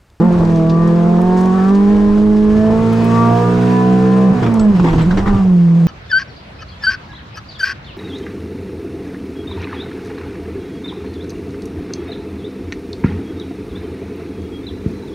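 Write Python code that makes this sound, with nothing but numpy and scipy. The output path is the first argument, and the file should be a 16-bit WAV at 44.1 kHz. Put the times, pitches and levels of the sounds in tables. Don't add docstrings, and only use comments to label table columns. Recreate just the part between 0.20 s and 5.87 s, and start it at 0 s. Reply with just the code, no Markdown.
import sys
import numpy as np
from scipy import signal
from scipy.fft import rfft, irfft, next_fast_len
from scipy.io import wavfile
from scipy.ndimage import uniform_filter1d, map_coordinates

SR = 44100
rng = np.random.default_rng(int(sys.argv[2]) if len(sys.argv) > 2 else 0)


def level_to_linear(level):
    exponent = np.asarray(level, float) / 20
    return 10 ** exponent


def waveform_to_disk(signal):
    frames = np.transpose(np.atleast_2d(signal))
    scaled = np.clip(frames, -1, 1) * 32767
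    samples = np.round(scaled).astype(np.int16)
    wavfile.write(sys.argv[1], SR, samples)


N = 250047

# time_s, firing_hz, level_db
CRANK_SPEED = [(0, 165.5, 2), (.07, 179.4, 1.5), (.2, 169.8, 0), (.43, 162.2, 0.5), (.6, 167, 1.5),
               (.98, 175.2, 1), (1.05, 180.6, 0), (1.42, 188.5, 0), (1.52, 196.9, 2.5), (1.72, 206, 2),
               (1.88, 205.1, 1), (2.03, 210.2, 1), (2.3, 211.7, 0.5), (2.61, 224.4, -3.5),
               (3.08, 233, -1.5), (3.41, 243.9, -0.5), (4.08, 258.6, 0), (4.27, 233.4, -2.5),
               (4.31, 228.7, -2.5), (4.42, 215.7, -0.5), (4.51, 203.1, 6), (4.56, 184.1, 3.5),
               (4.65, 167.2, 1.5), (4.76, 160.4, 0.5), (4.85, 165.2, 1), (4.92, 180, 2),
               (4.98, 194.4, -4.5), (5.12, 200.2, 0), (5.26, 187, 2), (5.34, 177.6, 5), (5.45, 170, 4.5),
               (5.67, 166.8, 4)]
# time_s, level_db, unsteadiness (0-1)
ENGINE_LOAD = [(0, -4.5, 0.54), (.3, -7.5, 0), (.8, -5.5, 0.08), (1.5, -1.5, 0.1), (2, -9.5, .03),
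               (3, -2.5, 0.01), (4.07, -6, 0), (4.12, -8, 0.62), (4.3, -10.5, 0.04), (4.47, -9.5, 0.07),
               (4.6, -14, 0.2), (4.9, -21, 0.5), (5.1, -2.5, 0.26), (5.3, -22, 0.02), (5.67, -24, 0.1)]
# order (multiple of the four-stroke cycle), level_db, unevenness_share (0-1), shut_throttle_change_db
LOW_ORDERS = [(1, -27, 0.7, -6), (2, -9.5, 0.94, -1.5), (3, -11.5, 0.94, -5), (5, -21, 0, -17.5),
              (6, -21, 0.09, -8), (7, -12, 0.87, -7), (8, -12.5, 0, -8.5)]
# order (multiple of the four-stroke cycle), level_db
UPPER_ORDERS = [(9, -8), (10, -10.5), (11, -7.5), (12, -1), (13, -14), (14, -17), (15, -15), (16, -0.5),
                (17, -14), (18, -15.5), (19, -18.5), (20, -4.5), (21, -13.5), (22, -13), (23, -12),
                (24, -5.5), (25, -15.5), (26, -9), (27, -19), (28, -7.5), (30, -16), (32, -10), (34, -20),
                (36, -11), (40, -14.5), (44, -14)]
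# firing_hz, unevenness_db
UNEVENNESS = [(170, -21), (205, -28), (214, -17.5), (226, -11.5), (240, -5.5), (260, 3)]
# time_s, change_db, spread_s
MISFIRES = [(4.279, -1, 0.017), (4.529, -9, 0.014), (4.58, -6, 0.0052), (4.743, -6, 0.013),
            (4.851, -0.5, 0.055), (4.938, 2, 0.0068), (5.024, -3, 0.031), (5.059, -10.5, 0.0085),
            (5.174, -4.5, 0.015)]
# frequency_hz, gain_db
CABIN_BOOM = [(55, -10.5), (85, -20), (100, -7), (117, 2), (130, -16.5), (165, -1.5), (205, -0.36),
              (222, 1), (233, -1.5), (238, -12.5), (246, -6), (260, -19.5), (280, -24), (300, -5),
              (316, -3), (335, -10.5), (345, -9), (365, -7), (385, -10.5), (405, -7.6), (445, -7),
              (460, -14), (476, -7.5), (500, -21), (520, -14)]
# frequency_hz, width_hz, gain_db
CABIN_MODES = [(297, 10.2, 0.5), (351, 32.4, -5), (438.4, 32, -7), (514, 82, -20), (558, 32, -25),
               (639, 27, -22), (736.4, 76, -21.5), (911, 55, -23.5), (1012, 86, -25), (1169, 24, -19),
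               (1328, 37, -32.5), (1442, 130, -33.5), (1719, 93, -28), (1842, 8.3, -22.5),
               (2012, 20, -37.5), (2200, 63, -38.5), (2543, 120, -30)]
# start_s, level_db, low_share_db, t60_s
EXHAUST_POPS = [(4.101, -27.5, 14, 0.46), (4.1697, -30.5, 1, 0.22), (4.2255, -18, 3, 0.23),
                (4.262, -22.5, 3, 0.1), (4.5504, -24, 9, 0.38), (4.5964, -20.5, -2, 0.1),
                (4.6414, -20, -1, 0.25), (4.666, -26, -10, 0.41), (4.685, -24, -12, 0.25),
                (4.7292, -23.5, 13.5, 0.27), (4.78, -19.5, 8, 0.34), (4.8074, -28.5, -11, 0.11),
                (4.9078, -19, 4, 0.11), (4.972, -13.5, 1, 0.16), (5.0588, -21, -3, 0.2),
                (5.0755, -23, -5.5, 0.17), (5.1435, -24.5, 9, 0.22)]
# frequency_hz, relative_density_db
POP_SPECTRUM = [(150, -30.5), (250, 2.5), (346, 6.5), (454, -11.5), (683, -8.5), (915, -5.5), (1180, -11),
                (1560, -13), (2200, -21), (3050, -22.5), (4500, -30), (7700, -40), (10500, -55.5),
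                (15500, -55.5), (17000, -78)]
# frequency_hz, relative_density_db
JOLT_SPECTRUM = [(30, -31), (60, -2), (120, 13.5), (320, -0.5), (450, -7.5), (800, -26.0), (2000, -84)]
# start_s, level_db, centre_hz, t60_s, pan_db (left against right)
METAL_TICKS = [(0.122, -45.5, 5830, 0.03, 13.5), (0.249, -36.5, 4450, 0.028, 0),
               (0.358, -36.5, 4500, 0.028, -1), (0.494, -34.5, 3680, 0.094, 1.5),
               (0.675, -34.5, 6050, 0.019, -4.5), (1.016, -35, 7240, 0.017, 4.5),
               (1.168, -45, 5130, 0.27, 4.5), (1.209, -34.5, 6380, 0.027, 3),
               (1.257, -34.5, 6140, 0.013, 6), (1.379, -42, 8000, 0.012, 6.5), (1.547, -39, 4600, 0.077, 2),
               (2.727, -46, 10780, 0.056, 10), (2.843, -39, 11000, 0.038, 8.5),
               (4.34, -30.5, 6700, 0.017, 6.5), (4.394, -31.5, 4440, 0.046, 3),
               (4.819, -43.5, 7700, 0.031, -5), (4.909, -39.5, 3750, 0.1, -1)]
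# start_s, level_db
CLINKS = [(4.393, -29)]
# frequency_hz, relative_level_db, t60_s
METAL_MODES = [(1356.2, 7.5, 0.068), (2670, 5.5, 0.029), (4400, -3, 0.028), (7810, -4.5, 0.15),
               (7600, -7.5, .08), (8100, -8.5, .04), (13260, -29.5, .05)]
# start_s, level_db, pitch_hz, t60_s
BRACKET_PINGS = [(4.912, -36, 3900, .12), (4.815, -42, 7700, .08), (1.38, -36, 1780, .2)]
# time_s, suspension_thud_db, engine_and_road_roar_db, wind_and_valve_hiss_db
BACKGROUND_LEVELS = [(0.0, -40, -25.5, -44), (0.2, -24, -20.5, -39), (0.45, -32, -31.5, -42),
                     (1.0, -31, -24, -40.5), (1.25, -35.5, -27, -39.5), (1.7, -28.5, -29, -40),
                     (2.0, -24, -28.5, -41), (2.2, -26.5, -31, -41.5), (2.5, -24.5, -25.5, -39),
                     (2.8, -33, -26, -35.5), (3.4, -36.5, -26.5, -35.5), (4.05, -40, -28, -39),
                     (4.25, -29, -25.5, -38.5), (4.42, -25, -24, -41.5), (4.65, -22.5, -32, -39.5),
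                     (5.1, -18.5, -25, -41), (5.3, -31, -31, -43), (5.67, -49, -35, -44)]
# frequency_hz, relative_density_db
THUD_SPECTRUM = [(8.8, -35), (15, -8.5), (22, 3.5), (38, -5.5), (81, -6), (110, -1.5), (140, -26),
                 (240, -120)]
ROAR_SPECTRUM = [(53, -57), (90, -42), (146, -9), (174, -12), (200, -7.5), (232, -10.5), (266, -19),
                 (310, -11), (443, -11), (591, -19), (642, -17), (747, -20), (1040, -18), (1260, -23.5),
                 (2400, -46), (3120, -78), (5280, -120)]
HISS_SPECTRUM = [(700, -36), (1060, -2.5), (1800, -5.5), (2400, -8), (3200, -11), (4000, -13.5),
                 (5000, -15), (6300, -18.5), (8000, -23), (10000, -29.5), (11500, -38), (13200, -34.5),
                 (15500, -42), (17000, -72)]
# frequency_hz, side_gain_db
STEREO_WIDTH = [(60, -19), (140, -0.5), (320, -7), (600, -6), (1130, -7.5), (2000, -2.5), (4000, -4.5),
                (8000, -7), (13000, -4.5)]
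# frequency_hz, left_against_right_db
PORT_BALANCE = [(60, -2), (140, -1), (300, -2), (600, 0.7), (1130, -0.5), (2000, 3), (4000, -0.6),
                (8000, 0), (13000, 6.5)]

CYLINDERS = 4
FIRING_DB = -11.5
UPPER_UNEVEN = 0.44
LIFT_S, LIFT_TAKES_S = 4.08, 0.11
CRACK_DB, CRACK_T60_S = 2, 0.0078


def unit(x):
    return x / np.sqrt(np.mean(x ** 2) + 1e-20)


def along(points, hz):
    f, v = np.transpose(points)
    return np.interp(np.log(hz + 1), np.log(f + 1), v)


def curves(rows):
    s, *columns = np.transpose(rows)
    t = np.arange(N) / SR
    return [np.interp(t, s, column) for column in columns]


def wobble(rate):
    knots = rng.standard_normal(400 + N // 100)
    return map_coordinates(knots, [np.arange(N) * rate / SR])


def filtered(x, response):
    m = next_fast_len(x.shape[-1] + SR // 2)
    hz = np.fft.rfftfreq(m, 1 / SR)
    return irfft(rfft(x, m) * response(hz), m)[..., :x.shape[-1]]


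def rush(spectrum, patchy_db):
    z = signal.stft(rng.standard_normal(N), nperseg=512)[2]
    field = uniform_filter1d(rng.standard_normal(z.shape), size=6, axis=0)
    field = uniform_filter1d(field, size=8, axis=1)
    patchy = signal.istft(z * level_to_linear(patchy_db * unit(field)), nperseg=512)[1][:N]
    return unit(filtered(patchy, lambda hz: level_to_linear(along(spectrum, hz))))


def crank():
    firing_hz = curves(CRANK_SPEED)[0]
    return 2 * np.pi * np.cumsum(firing_hz) / SR / CYLINDERS


def engine(angle):
    firing_hz, firing_db = curves(CRANK_SPEED)
    throttle_db, unsteady = curves(ENGINE_LOAD)
    t = np.arange(N) / SR
    shut = np.clip((t - LIFT_S) / LIFT_TAKES_S, 0, 1)
    shake = unsteady * wobble(30)
    uneven_db = along(UNEVENNESS, firing_hz)

    def tone(order, db):
        phase = order * angle + np.sqrt(order) * shake + rng.uniform(0, 2 * np.pi)
        return np.sqrt(2) * level_to_linear(db) * np.sin(phase)

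    missed_db = sum(db * np.exp(-((t - s) / spread) ** 2) for s, db, spread in MISFIRES)
    level_db = FIRING_DB + firing_db + missed_db + along(CABIN_BOOM, firing_hz)
    low = tone(CYLINDERS, level_db + 3 * unsteady * wobble(40))
    for order, db, share, shut_db in LOW_ORDERS:
        boom_db = along(CABIN_BOOM, order * firing_hz / CYLINDERS)
        level_db = db + share * uneven_db + shut * shut_db + boom_db
        low = low + tone(order, level_db + (0.95 + 6 * unsteady) * wobble(15))

    upper = np.zeros(N)
    for order, db in UPPER_ORDERS:
        level_db = db + throttle_db + 3.57 * wobble(7)
        if order % CYLINDERS > 0:
            level_db = level_db + UPPER_UNEVEN * uneven_db
        upper = upper + tone(order, level_db)
    return low + filtered(upper, cabin)


def cabin(hz):
    response = 0
    for k, (centre, width, db) in enumerate(CABIN_MODES):
        mode = 1j * hz * width / (centre * centre - hz * hz + 1j * hz * width)
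        response = response + (-1) ** k * level_to_linear(db) * mode
    return response


def pops():
    bright, low = np.zeros(N + SR), np.zeros(N + SR)
    t = np.arange(SR // 2) / SR
    crack = level_to_linear(CRACK_DB - 60 * t / CRACK_T60_S)
    for s, db, low_db, t60 in EXHAUST_POPS:
        shape = level_to_linear(db - 60 * t / t60) * (1 - np.exp(-t / 0.0015))
        start = round(s * SR)
        bright[start:start + len(t)] += shape * (1 + crack)
        low[start:start + len(t)] += level_to_linear(low_db) * shape
    crackle = level_to_linear(0.8 * wobble(90))
    burst = bright[:N] * crackle * rush(POP_SPECTRUM, patchy_db=3.5)
    jolt = low[:N] * rush(JOLT_SPECTRUM, patchy_db=4)
    return level_to_linear(2) * burst + level_to_linear(-2) * jolt


def ticks():
    out = np.zeros((2, N + SR))
    t = np.arange(SR // 4) / SR

    def place(s, sound):
        start = round(s * SR)
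        out[:, start:start + len(t)] += sound

    for s, db, centre, t60, pan_db in METAL_TICKS:
        band = lambda hz: np.exp(-(np.log((hz + 1) / centre) / 0.52) ** 2)
        noise = unit(filtered(rng.standard_normal(len(t)), band))
        burst = level_to_linear(db + 3 - 60 * t / t60) * (1 - np.exp(-t / 0.002)) * noise
        place(s, level_to_linear([[pan_db / 2], [-pan_db / 2]]) * burst)
    for s, db in CLINKS:
        ring = sum(level_to_linear(db + level - 60 * t / t60) * np.sin(2 * np.pi * hz * t) for hz, level, t60 in METAL_MODES)
        flutter = level_to_linear(2.5 * wobble(150)[:len(t)])
        place(s, ring * (1 - np.exp(-t / 0.0036)) * flutter)
    for s, db, hz, t60 in BRACKET_PINGS:
        envelope = level_to_linear(db - 60 * t / t60 + 5.5 * wobble(280)[:len(t)]) * (1 - np.exp(-t / 0.0044))
        place(s, envelope * np.sin(2 * np.pi * hz * t))
    return out[:, :N]


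def roar(angle):
    thud_db, roar_db, hiss_db = curves(BACKGROUND_LEVELS)
    throb = 1 + 0.16 * np.cos(CYLINDERS * angle) + 0.049 * np.cos(angle)
    chatter = level_to_linear(0.87 * wobble(60) + 0.66 * wobble(15))
    thuds = level_to_linear(thud_db + 1.1 * wobble(8)) * rush(THUD_SPECTRUM, patchy_db=1)
    road = level_to_linear(roar_db + wobble(5.6)) * throb * rush(ROAR_SPECTRUM, patchy_db=2.5)
    hiss = level_to_linear(hiss_db) * throb * chatter * rush(HISS_SPECTRUM, patchy_db=1.0)
    return thuds + road + hiss


def ports(tones, noise, other_noise):
    t = np.arange(SR // 5) / SR
    walls = rng.standard_normal(len(t)) * level_to_linear(-60 * t / 0.061)
    reflected = signal.fftconvolve(tones, walls / np.linalg.norm(walls))[:N]
    other = reflected + level_to_linear(-1.5) * other_noise
    low_cut = lambda hz: hz ** 4 / (hz ** 4 + 300 ** 4)
    side = filtered(other, lambda hz: level_to_linear(along(STEREO_WIDTH, hz)) * low_cut(hz))
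    mid = tones + noise
    balance = lambda hz: level_to_linear(along(PORT_BALANCE, hz) / 2 * np.array([[1], [-1]]))
    return filtered(np.array([mid + side, mid - side]), balance)


def scene():
    angle = crank()
    tones = engine(angle)
    noise = roar(angle) + pops()
    other_noise = roar(angle) + pops()
    return ports(tones, noise, other_noise) + ticks()


def low_pass(x):
    return signal.sosfilt(signal.butter(12, 15740, fs=SR, output="sos"), x)


def record(dry):
    soft = dry / (1 + np.abs(dry / 0.71) ** 6) ** (1 / 6)
    return low_pass(soft)


dry = scene()
out = record(dry)
waveform_to_disk(out)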